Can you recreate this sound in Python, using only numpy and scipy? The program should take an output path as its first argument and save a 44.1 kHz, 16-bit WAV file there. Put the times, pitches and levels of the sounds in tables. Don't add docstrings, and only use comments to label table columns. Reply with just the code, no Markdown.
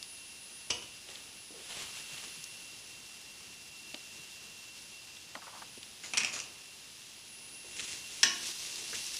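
import sys
import numpy as np
from scipy import signal
from scipy.fft import rfft, irfft, next_fast_len
from scipy.io import wavfile
from scipy.ndimage import map_coordinates

SR = 44100
rng = np.random.default_rng(int(sys.argv[2]) if len(sys.argv) > 2 else 0)


def store_wav(level_fs):
    pcm = np.round(np.clip(np.atleast_2d(level_fs), -1, 1) * 32767)
    wavfile.write(sys.argv[1], SR, pcm.T.astype(np.int16))


N = 405279

# freq_hz, density_db_per_hz
GENTLE_FRYING_SPECTRUM = [(530, -47), (900, -17), (1280, -15.5), (2280, -9), (2570, -6), (2720, -3),
                          (2890, -4.5), (4510, -6), (5580, -5), (9820, -13.5), (10700, -13.5),
                          (11000, -18.5), (15000, -22)]
# freq_hz, density_db_per_hz
FRESH_BREAD_SPECTRUM = [(530, -28), (900, -13), (1100, -13), (1280, -15), (2310, -12), (2660, -2),
                        (2850, -2.5), (5990, 1.5), (7060, -7), (9930, -6), (10700, -10), (11300, -12),
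                        (15000, -20.5)]
# start_s, length_s, level_db
FLARES = [(1.6, 0.52, -50), (3.7, 0.63, -56), (7.65, 0.31, -51.5), (8.24, 0.25, -39.3), (8.72, .47, -40)]
SIMMER_DB, FLARE_RISE_S, FLARE_T60_S = -52, 0.2, 7.2
TURN_FROM_S, TURN_TO_S = 7.9, 8.4

# freq_hz, density_db_per_hz
FLAME_SPECTRUM = [(15, -44), (25, -10), (108, -0.5), (189, -2), (214, 1.5), (247, -3.5), (335, -2.5),
                  (563, -6.5), (805, -6.5), (1800, -13.5), (2340, -14), (3960, -120)]
# time_s, level_db
LOW_JET_LEVELS = [(0, -61), (1.15, -60), (1.45, -64), (2.1, -56), (3.5, -59.5), (4, -56.5), (5.2, -60.5),
                  (5.8, -70), (6.55, -59.5), (7.1, -66), (7.8, -56.5), (9.19, -56.5)]
# time_s, level_db
HIGH_JET_LEVELS = [(0, -56), (.75, -54), (.95, -61.5), (1.7, -55.5), (2.6, -56.5), (3, -61.5), (4.55, -67),
                   (4.85, -60.5), (5.3, -76), (5.47, -61.5), (6.1, -59.5), (7.1, -65), (7.35, -54.5),
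                   (7.95, -54.5), (8.35, -61), (9.19, -53)]
LOW_JET_HZ, MID_JET_HZ, HIGH_JET_HZ = 2730, 4915, 10362
FLAME_DB, MID_JET_DB = -63, -68

# start_s, level_db (before SPIT_GAIN_DB), pitch_hz
SPITS = [(.028, -34, 4400), (1.088, -42, 2920), (1.1557, -39.5, 3430), (1.728, -42, 2920),
         (2.179, -39, 2920), (2.4407, -35, 6000), (3.944, -33, 3440), (5.169, -43, 3520), (5.83, -38, 3700),
         (7.7947, -31.5, 2620), (8.4695, -34, 5570), (8.758, -35, 4500), (9.065, -35, 5550),
         (9.142, -34, 5660), (9.168, -32, 5360)]
SPIT_GAIN_DB, SPIT_T60_S = 1.5, 0.017
LESSER_SPITS_PER_S, LESSER_SPIT_DB, LESSER_SPIT_HZ = 6, 1, 5400

# start_s, level_db (of the summed parts' common gain), thud_db (relative)
KNOCKS = [(0.7003, -43, -2), (0.7027, -31.5, -10), (.7048, -26.5, -20), (0.7092, -35, -1), (.824, -46, -10)]
# freq_hz, level_db (relative), t60_s
GRATE_MODES = [(487, -10, 0.43), (725, -3, 0.25), (969, -12, 0.34), (1925, -13.5, .3), (2530, -7, .24),
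               (2530, -4, .3), (2877, -4, 0.29), (2915, 0, 0.31), (2980, 1, 0.5), (3470, -7, .4),
               (4926, -11, .3), (6420, -3, .35)]
# freq_hz, density_db_per_hz
GRATE_CLACK_SPECTRUM = [(400, -34), (700, -8), (1100, -19), (2100, -15), (2600, -4.5), (3000, -0.5),
                        (3600, -6.5), (4050, -20), (4700, -8), (6100, -9), (7000, -21.5), (8000, -15),
                        (9400, -35), (14000, -50)]
# freq_hz, density_db_per_hz
GRATE_THUD_SPECTRUM = [(30, -10), (75, 8.5), (115, 1), (180, -12), (300, 1), (480, 1), (750, 2),
                       (1100, -17), (2500, -51)]

# start_s, length_s, level_db (before SHAKE_GAIN_DB)
SHAKES = [(1.05, .12, -55), (1.53, .17, -56), (1.67, 0.17, -47.2), (1.9, .11, -52.5), (2.06, .18, -52)]
# freq_hz, density_db_per_hz
SEASONING_SPECTRUM = [(50, -10), (150, -7), (600, -5.5), (1300, -6.5), (2000, -3.5), (3050, 1.5),
                      (4200, -3), (5500, -6), (7500, -3.5), (9500, -14), (12000, -18), (15000, -30)]
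SHAKE_GAIN_DB, SHAKE_RISE_S, SHAKE_T60_S = 3, 0.052, 0.62

# start_s, level_db, pitch_hz, t60_s (of the push)
TAPS = [(1.09, -55, 454, .25), (1.504, -54, 330, 0.28), (1.5429, -52.5, 420, .35), (2.12, -50, 140, .06),
        (2.27, -51, 280, .048), (2.375, -52.5, 150, .1), (3.939, -47.5, 280, 0.11), (3.941, -48, 597, 0.12),
        (4.19, -54, 139, .11), (5.353, -31, 1370, .015), (5.355, -50, 220, .1), (5.356, -44.5, 825, 0.13),
        (5.418, -50.5, 1150, .25), (5.468, -45.5, 970, 0.16), (5.526, -50, 1040, .2),
        (5.549, -49.5, 1080, .3), (5.619, -40.5, 1000, .056), (5.776, -45, 285, .033),
        (6.036, -45, 2000, .17), (6.364, -46, 1260, .16), (7.6446, -55, 352, .19),
        (7.797, -41.5, 2100, 0.11), (8.815, -54, 420, .2), (8.924, -47, 450, 0.12), (8.929, -41, 1810, .12)]

# start_s, length_s, level_db
SLIPS = [(6.025, 0.045, -46.5), (6.24, .035, -45.5), (6.32, 0.028, -38), (6.385, 0.018, -47)]
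# freq_hz, density_db_per_hz
SLIDE_SPECTRUM = [(50, -24), (200, -8.5), (1200, -10), (3800, -8.5), (4900, -2.5), (5600, -8), (6900, 0.5),
                  (8000, -13), (10000, -14), (13000, -32)]
SLIP_RISE_S, SLIP_T60_S = 0.019, 0.25
# start_s, level_db (common gain), holder_db (relative)
RATTLES = [(6.1355, -33.5, 1), (6.146, -40, 3), (6.1722, -24.5, -12), (6.1772, -23.5, -10.5),
           (6.1815, -24.5, -11.5), (6.204, -35, 2), (6.215, -39.5, 4), (6.234, -34.5, 1),
           (6.2473, -26, -9.5), (6.3405, -41, -8), (6.363, -43, -5), (6.383, -51, -14), (6.389, -38, -22),
           (6.401, -34.5, -23)]
# freq_hz, level_db (relative), t60_s
HOLDER_MODES = [(1152, -20, .4), (1766, -20, .4), (2408, -9, .25), (2440, 0, .3), (2524, -6, .25),
                (2623, -5, .35), (2690, -9, .25), (2778, -11, .2), (3022, -13, .3), (4807, -15, .3),
                (5590, -13, .2)]
# freq_hz, density_db_per_hz
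UTENSIL_CLACK_SPECTRUM = [(400, -31), (1100, -25), (1900, -13), (2550, 1.5), (3300, -6.5), (4300, -10.5),
                          (4850, -3), (5700, 1), (6700, -5), (7700, -9), (9400, -13), (11000, -25),
                          (14000, -46)]
# freq_hz, density_db_per_hz
HOLDER_KNOCK_SPECTRUM = [(60, -28), (105, -6.5), (200, 0), (270, -2), (400, -10), (700, -5), (1100, -0.5),
                         (1700, -3.5), (2500, 8.5), (3500, -1.5), (6000, -31)]

# start_s, length_s, level_db (before PUSH_GAIN_DB)
PUSHES = [(7.62, .12, -52), (7.73, 0.21, -42), (8.05, 0.33, -48), (8.37, 0.12, -42), (8.56, 0.33, -45),
          (8.88, 0.067, -38.5), (9, .19, -44.5)]
# freq_hz, density_db_per_hz
CRUST_SPECTRUM = [(40, -10), (90, -7), (200, -7), (350, -4), (800, -12), (1030, -8), (1350, -11.5),
                  (2100, -0.5), (3300, 1.5), (4600, -1.5), (6700, 2), (8500, -3.5), (10700, -17),
                  (14000, -33)]
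PUSH_GAIN_DB, PUSH_RISE_S, PUSH_T60_S = -1, 0.062, 0.51

# start_s, level_db (common gain), thud_db (relative)
STRIKES = [(8.231, -14.5, -23.5), (8.234, -16, -25.5)]
# freq_hz, level_db (relative), t60_s
PAN_MODES = [(257, -19, .46), (340, -22, .6), (707, -18, .6), (1095, -11, .4), (1480, -14, .25),
             (1846, -9, .22), (2298, -9, .35), (2496, -5, .32), (2839, -5, .25), (2931, -6, .5),
             (2990, -2.5, .36), (3324, -8, .5), (3859, -7, .25), (3954, -4, .27), (4930, -6, .29),
             (5092, -6, .4), (5230, -7, .3), (5406, -1, .38), (5568, -6, .4), (5796, -4, .2),
             (5915, -4, .35), (6080, -4, .27), (6230, -5, .3), (6690, -9, .35), (7327, -11, .2)]
# freq_hz, density_db_per_hz
PAN_CLACK_SPECTRUM = [(500, -39), (900, -19.5), (1250, -25), (1480, -9), (1800, -3), (2080, -13),
                      (2400, -7.5), (3000, -1), (3700, -8.5), (4550, -13), (4950, -8), (5450, 3.5),
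                      (6500, -11.5), (8700, -18), (10500, -33), (14000, -60)]
# freq_hz, density_db_per_hz
PAN_THUD_SPECTRUM = [(60, -24), (170, -10), (260, 1.5), (340, -0.5), (500, -15), (700, -11.5), (900, -22.5)]

# freq_hz, t60_s
KITCHEN_DECAY = [(150, 0.75), (400, 0.58), (1000, 0.65), (2800, 0.42), (7300, 0.29), (14000, 0.14)]
ECHO_DB, TOP_HZ = -7, 15080


def amp(db):
    return 10 ** (np.asarray(db) / 20)


def unit(x):
    return x / np.sqrt(np.mean(x ** 2) + 1e-20)


def along(points, hz):
    point_hz, values = np.transpose(points)
    return np.interp(np.log(hz + 1), np.log(point_hz + 1), values)


def curves(rows):
    time_s, *columns = np.transpose(rows)
    return [np.interp(np.arange(N) / SR, time_s, column) for column in columns]


def wobble(rate):
    knots = rng.standard_normal(int(N * rate / SR) + 4)
    return map_coordinates(knots, [np.arange(N) * rate / SR])


def filtered(x, response):
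    size = next_fast_len(len(x) + SR // 5)
    gain = response(np.fft.rfftfreq(size, 1 / SR))
    return irfft(rfft(x, size) * gain, size)[:len(x)]


def coloured(x, spectrum):
    return unit(filtered(x, lambda hz: amp(along(spectrum, hz))))


def shaped(x, spectrum):
    size = next_fast_len(len(x) + SR // 5, real=True)
    gain = amp(along(spectrum, np.fft.rfftfreq(size, 1 / SR)))
    cepstrum = irfft(np.log(gain + 1e-6), size)
    cepstrum[1:size // 2] *= 2
    cepstrum[size // 2 + 1:] = 0
    return irfft(rfft(x, size) * np.exp(rfft(cepstrum)), size)[:len(x)]


def decay(time_s, t60):
    return np.exp(-np.log(1000) * time_s / t60)


def fade(t60):
    return decay(np.arange(SR // 2) / SR, t60)


def burst(spectrum, t60):
    push = fade(t60)
    sound = shaped(push * rng.standard_normal(len(push)), spectrum)
    return sound * np.linalg.norm(push) / np.linalg.norm(sound)


def blip(hz, skirt_db, t60):
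    octaves = np.arange(-3, 4)
    return burst(np.transpose([hz * 2. ** octaves, -skirt_db * abs(octaves)]), t60)


def ring(modes):
    hz, db, t60 = np.transpose(modes)
    size = amp(db + rng.standard_normal(len(hz)))
    cycles = hz[:, None] * np.arange(SR // 2) / SR + rng.random((len(hz), 1))
    sound = size @ (np.sin(2 * np.pi * cycles) * [fade(mode_t60) for mode_t60 in t60])
    onset = 1 - fade(0.0033)
    return sound * onset / np.linalg.norm(size)


def crackle(rate, spread_db):
    size = amp(spread_db * np.minimum(rng.exponential(size=N), 4))
    hits = rng.random(N) < rate / SR
    return unit(hits * size * rng.choice([-1, 1], N))


def add(track, start_s, sound):
    start = round(start_s * SR)
    track[start:start + len(sound)] += sound[:N - start]


def strokes(rows, rise_s, t60):
    time_s = np.arange(N) / SR
    gains = []
    for start_s, length_s, db in rows:
        rise = np.clip((time_s - start_s) / rise_s, 0, 1)
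        fall = decay(np.maximum(time_s - start_s - length_s, 0), t60)
        gains.append(amp(db) * rise * fall)
    return np.max(gains, axis=0)


def frying():
    return np.hypot(amp(SIMMER_DB), strokes(FLARES, FLARE_RISE_S, FLARE_T60_S))


def sizzle():
    turned = np.clip(curves([(TURN_FROM_S, 0), (TURN_TO_S, 1)])[0], 0, 1)
    bubbles = crackle(rate=5000, spread_db=2.5) + 0.95 * rng.standard_normal(N)
    gentle = np.sqrt(1 - turned) * coloured(bubbles, GENTLE_FRYING_SPECTRUM)
    fresh = np.sqrt(turned) * amp(-3) * coloured(bubbles, FRESH_BREAD_SPECTRUM)
    return (gentle + fresh) * frying() * amp(0.45 * wobble(rate=32))


def whistle(hz, db, waver_db, waver_hz):
    phase = 2 * np.pi * np.cumsum(hz + waver_hz * wobble(rate=33)) / SR
    return np.sqrt(2) * amp(db + waver_db * wobble(rate=18)) * np.sin(phase)


def burners():
    flutter = amp(FLAME_DB + 1.15 * wobble(rate=10))
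    flame = flutter * coloured(rng.standard_normal(N), FLAME_SPECTRUM)
    low = whistle(LOW_JET_HZ, *curves(LOW_JET_LEVELS), waver_db=1.9, waver_hz=5.2)
    mid = whistle(MID_JET_HZ, MID_JET_DB, waver_db=2.0, waver_hz=16.9)
    high = whistle(HIGH_JET_HZ, *curves(HIGH_JET_LEVELS), waver_db=1.9, waver_hz=5.7)
    return flame + low + mid + high


def spits():
    track = np.zeros(N)
    for start_s, db, hz in SPITS:
        add(track, start_s, amp(db + SPIT_GAIN_DB) * blip(hz, skirt_db=16, t60=SPIT_T60_S))
    strength = frying()
    for i in np.flatnonzero(rng.random(N) < LESSER_SPITS_PER_S / SR):
        tick = blip(LESSER_SPIT_HZ, skirt_db=14, t60=SPIT_T60_S)
        add(track, i / SR, strength[i] * amp(LESSER_SPIT_DB) * tick)
    return track


def pan_knocks():
    track = np.zeros(N)
    for start_s, db, thud_db in KNOCKS:
        metal = amp(-13) * ring(GRATE_MODES)
        clack = amp(2.5) * burst(GRATE_CLACK_SPECTRUM, t60=0.045)
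        thud = amp(thud_db) * burst(GRATE_THUD_SPECTRUM, t60=0.031)
        add(track, start_s, amp(db) * (clack + metal + thud))
    return track


def seasoning():
    grains = crackle(rate=4000, spread_db=2.5) * amp(1.3 * wobble(rate=70))
    shakes = amp(SHAKE_GAIN_DB) * strokes(SHAKES, SHAKE_RISE_S, SHAKE_T60_S)
    return shakes * coloured(grains, SEASONING_SPECTRUM)


def handling():
    track = np.zeros(N)
    for start_s, db, hz, t60 in TAPS:
        add(track, start_s, amp(db) * blip(hz, skirt_db=14, t60=t60))
    return track


def utensils():
    scrape = coloured(crackle(rate=2500, spread_db=3), SLIDE_SPECTRUM)
    track = strokes(SLIPS, SLIP_RISE_S, SLIP_T60_S) * scrape
    for start_s, db, holder_db in RATTLES:
        holder = amp(-4) * ring(HOLDER_MODES) + amp(1.5) * burst(HOLDER_KNOCK_SPECTRUM, t60=0.05)
        clack = amp(4.5) * burst(UTENSIL_CLACK_SPECTRUM, t60=0.02)
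        add(track, start_s, amp(db) * (clack + amp(holder_db) * holder))
    return track


def stirring():
    grains = crackle(rate=1500, spread_db=0) * amp(1.4 * wobble(rate=65))
    pushes = amp(PUSH_GAIN_DB) * strokes(PUSHES, PUSH_RISE_S, PUSH_T60_S)
    return pushes * coloured(grains, CRUST_SPECTRUM)


def spatula_strikes():
    track = np.zeros(N)
    for start_s, db, thud_db in STRIKES:
        clack = amp(3) * burst(PAN_CLACK_SPECTRUM, t60=0.028)
        thud = amp(thud_db) * burst(PAN_THUD_SPECTRUM, t60=0.14)
        add(track, start_s, amp(db) * (clack + thud))
    first_s, first_db, _ = STRIKES[0]
    add(track, first_s, amp(first_db - 9.5) * ring(PAN_MODES))
    return track


def kitchen(x):
    hz, time_s, noise = signal.stft(rng.standard_normal(SR), SR, nperseg=256)
    dying = noise * decay(time_s, along(KITCHEN_DECAY, hz)[:, None])
    tail = signal.istft(dying, SR, nperseg=256)[1]
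    delayed = np.pad(x, (SR // 200, 0))
    return signal.fftconvolve(delayed, tail / np.linalg.norm(tail))[:N]


def scene():
    blows = pan_knocks() + utensils() + spatula_strikes()
    cooking = sizzle() + burners() + spits() + seasoning() + stirring()
    mono = blows + amp(ECHO_DB) * kitchen(blows) + cooking + handling()
    return np.array([mono, mono])


def record(dry):
    return np.array([filtered(channel, lambda hz: hz < TOP_HZ) for channel in dry])


dry = scene()
out = record(dry)
store_wav(out)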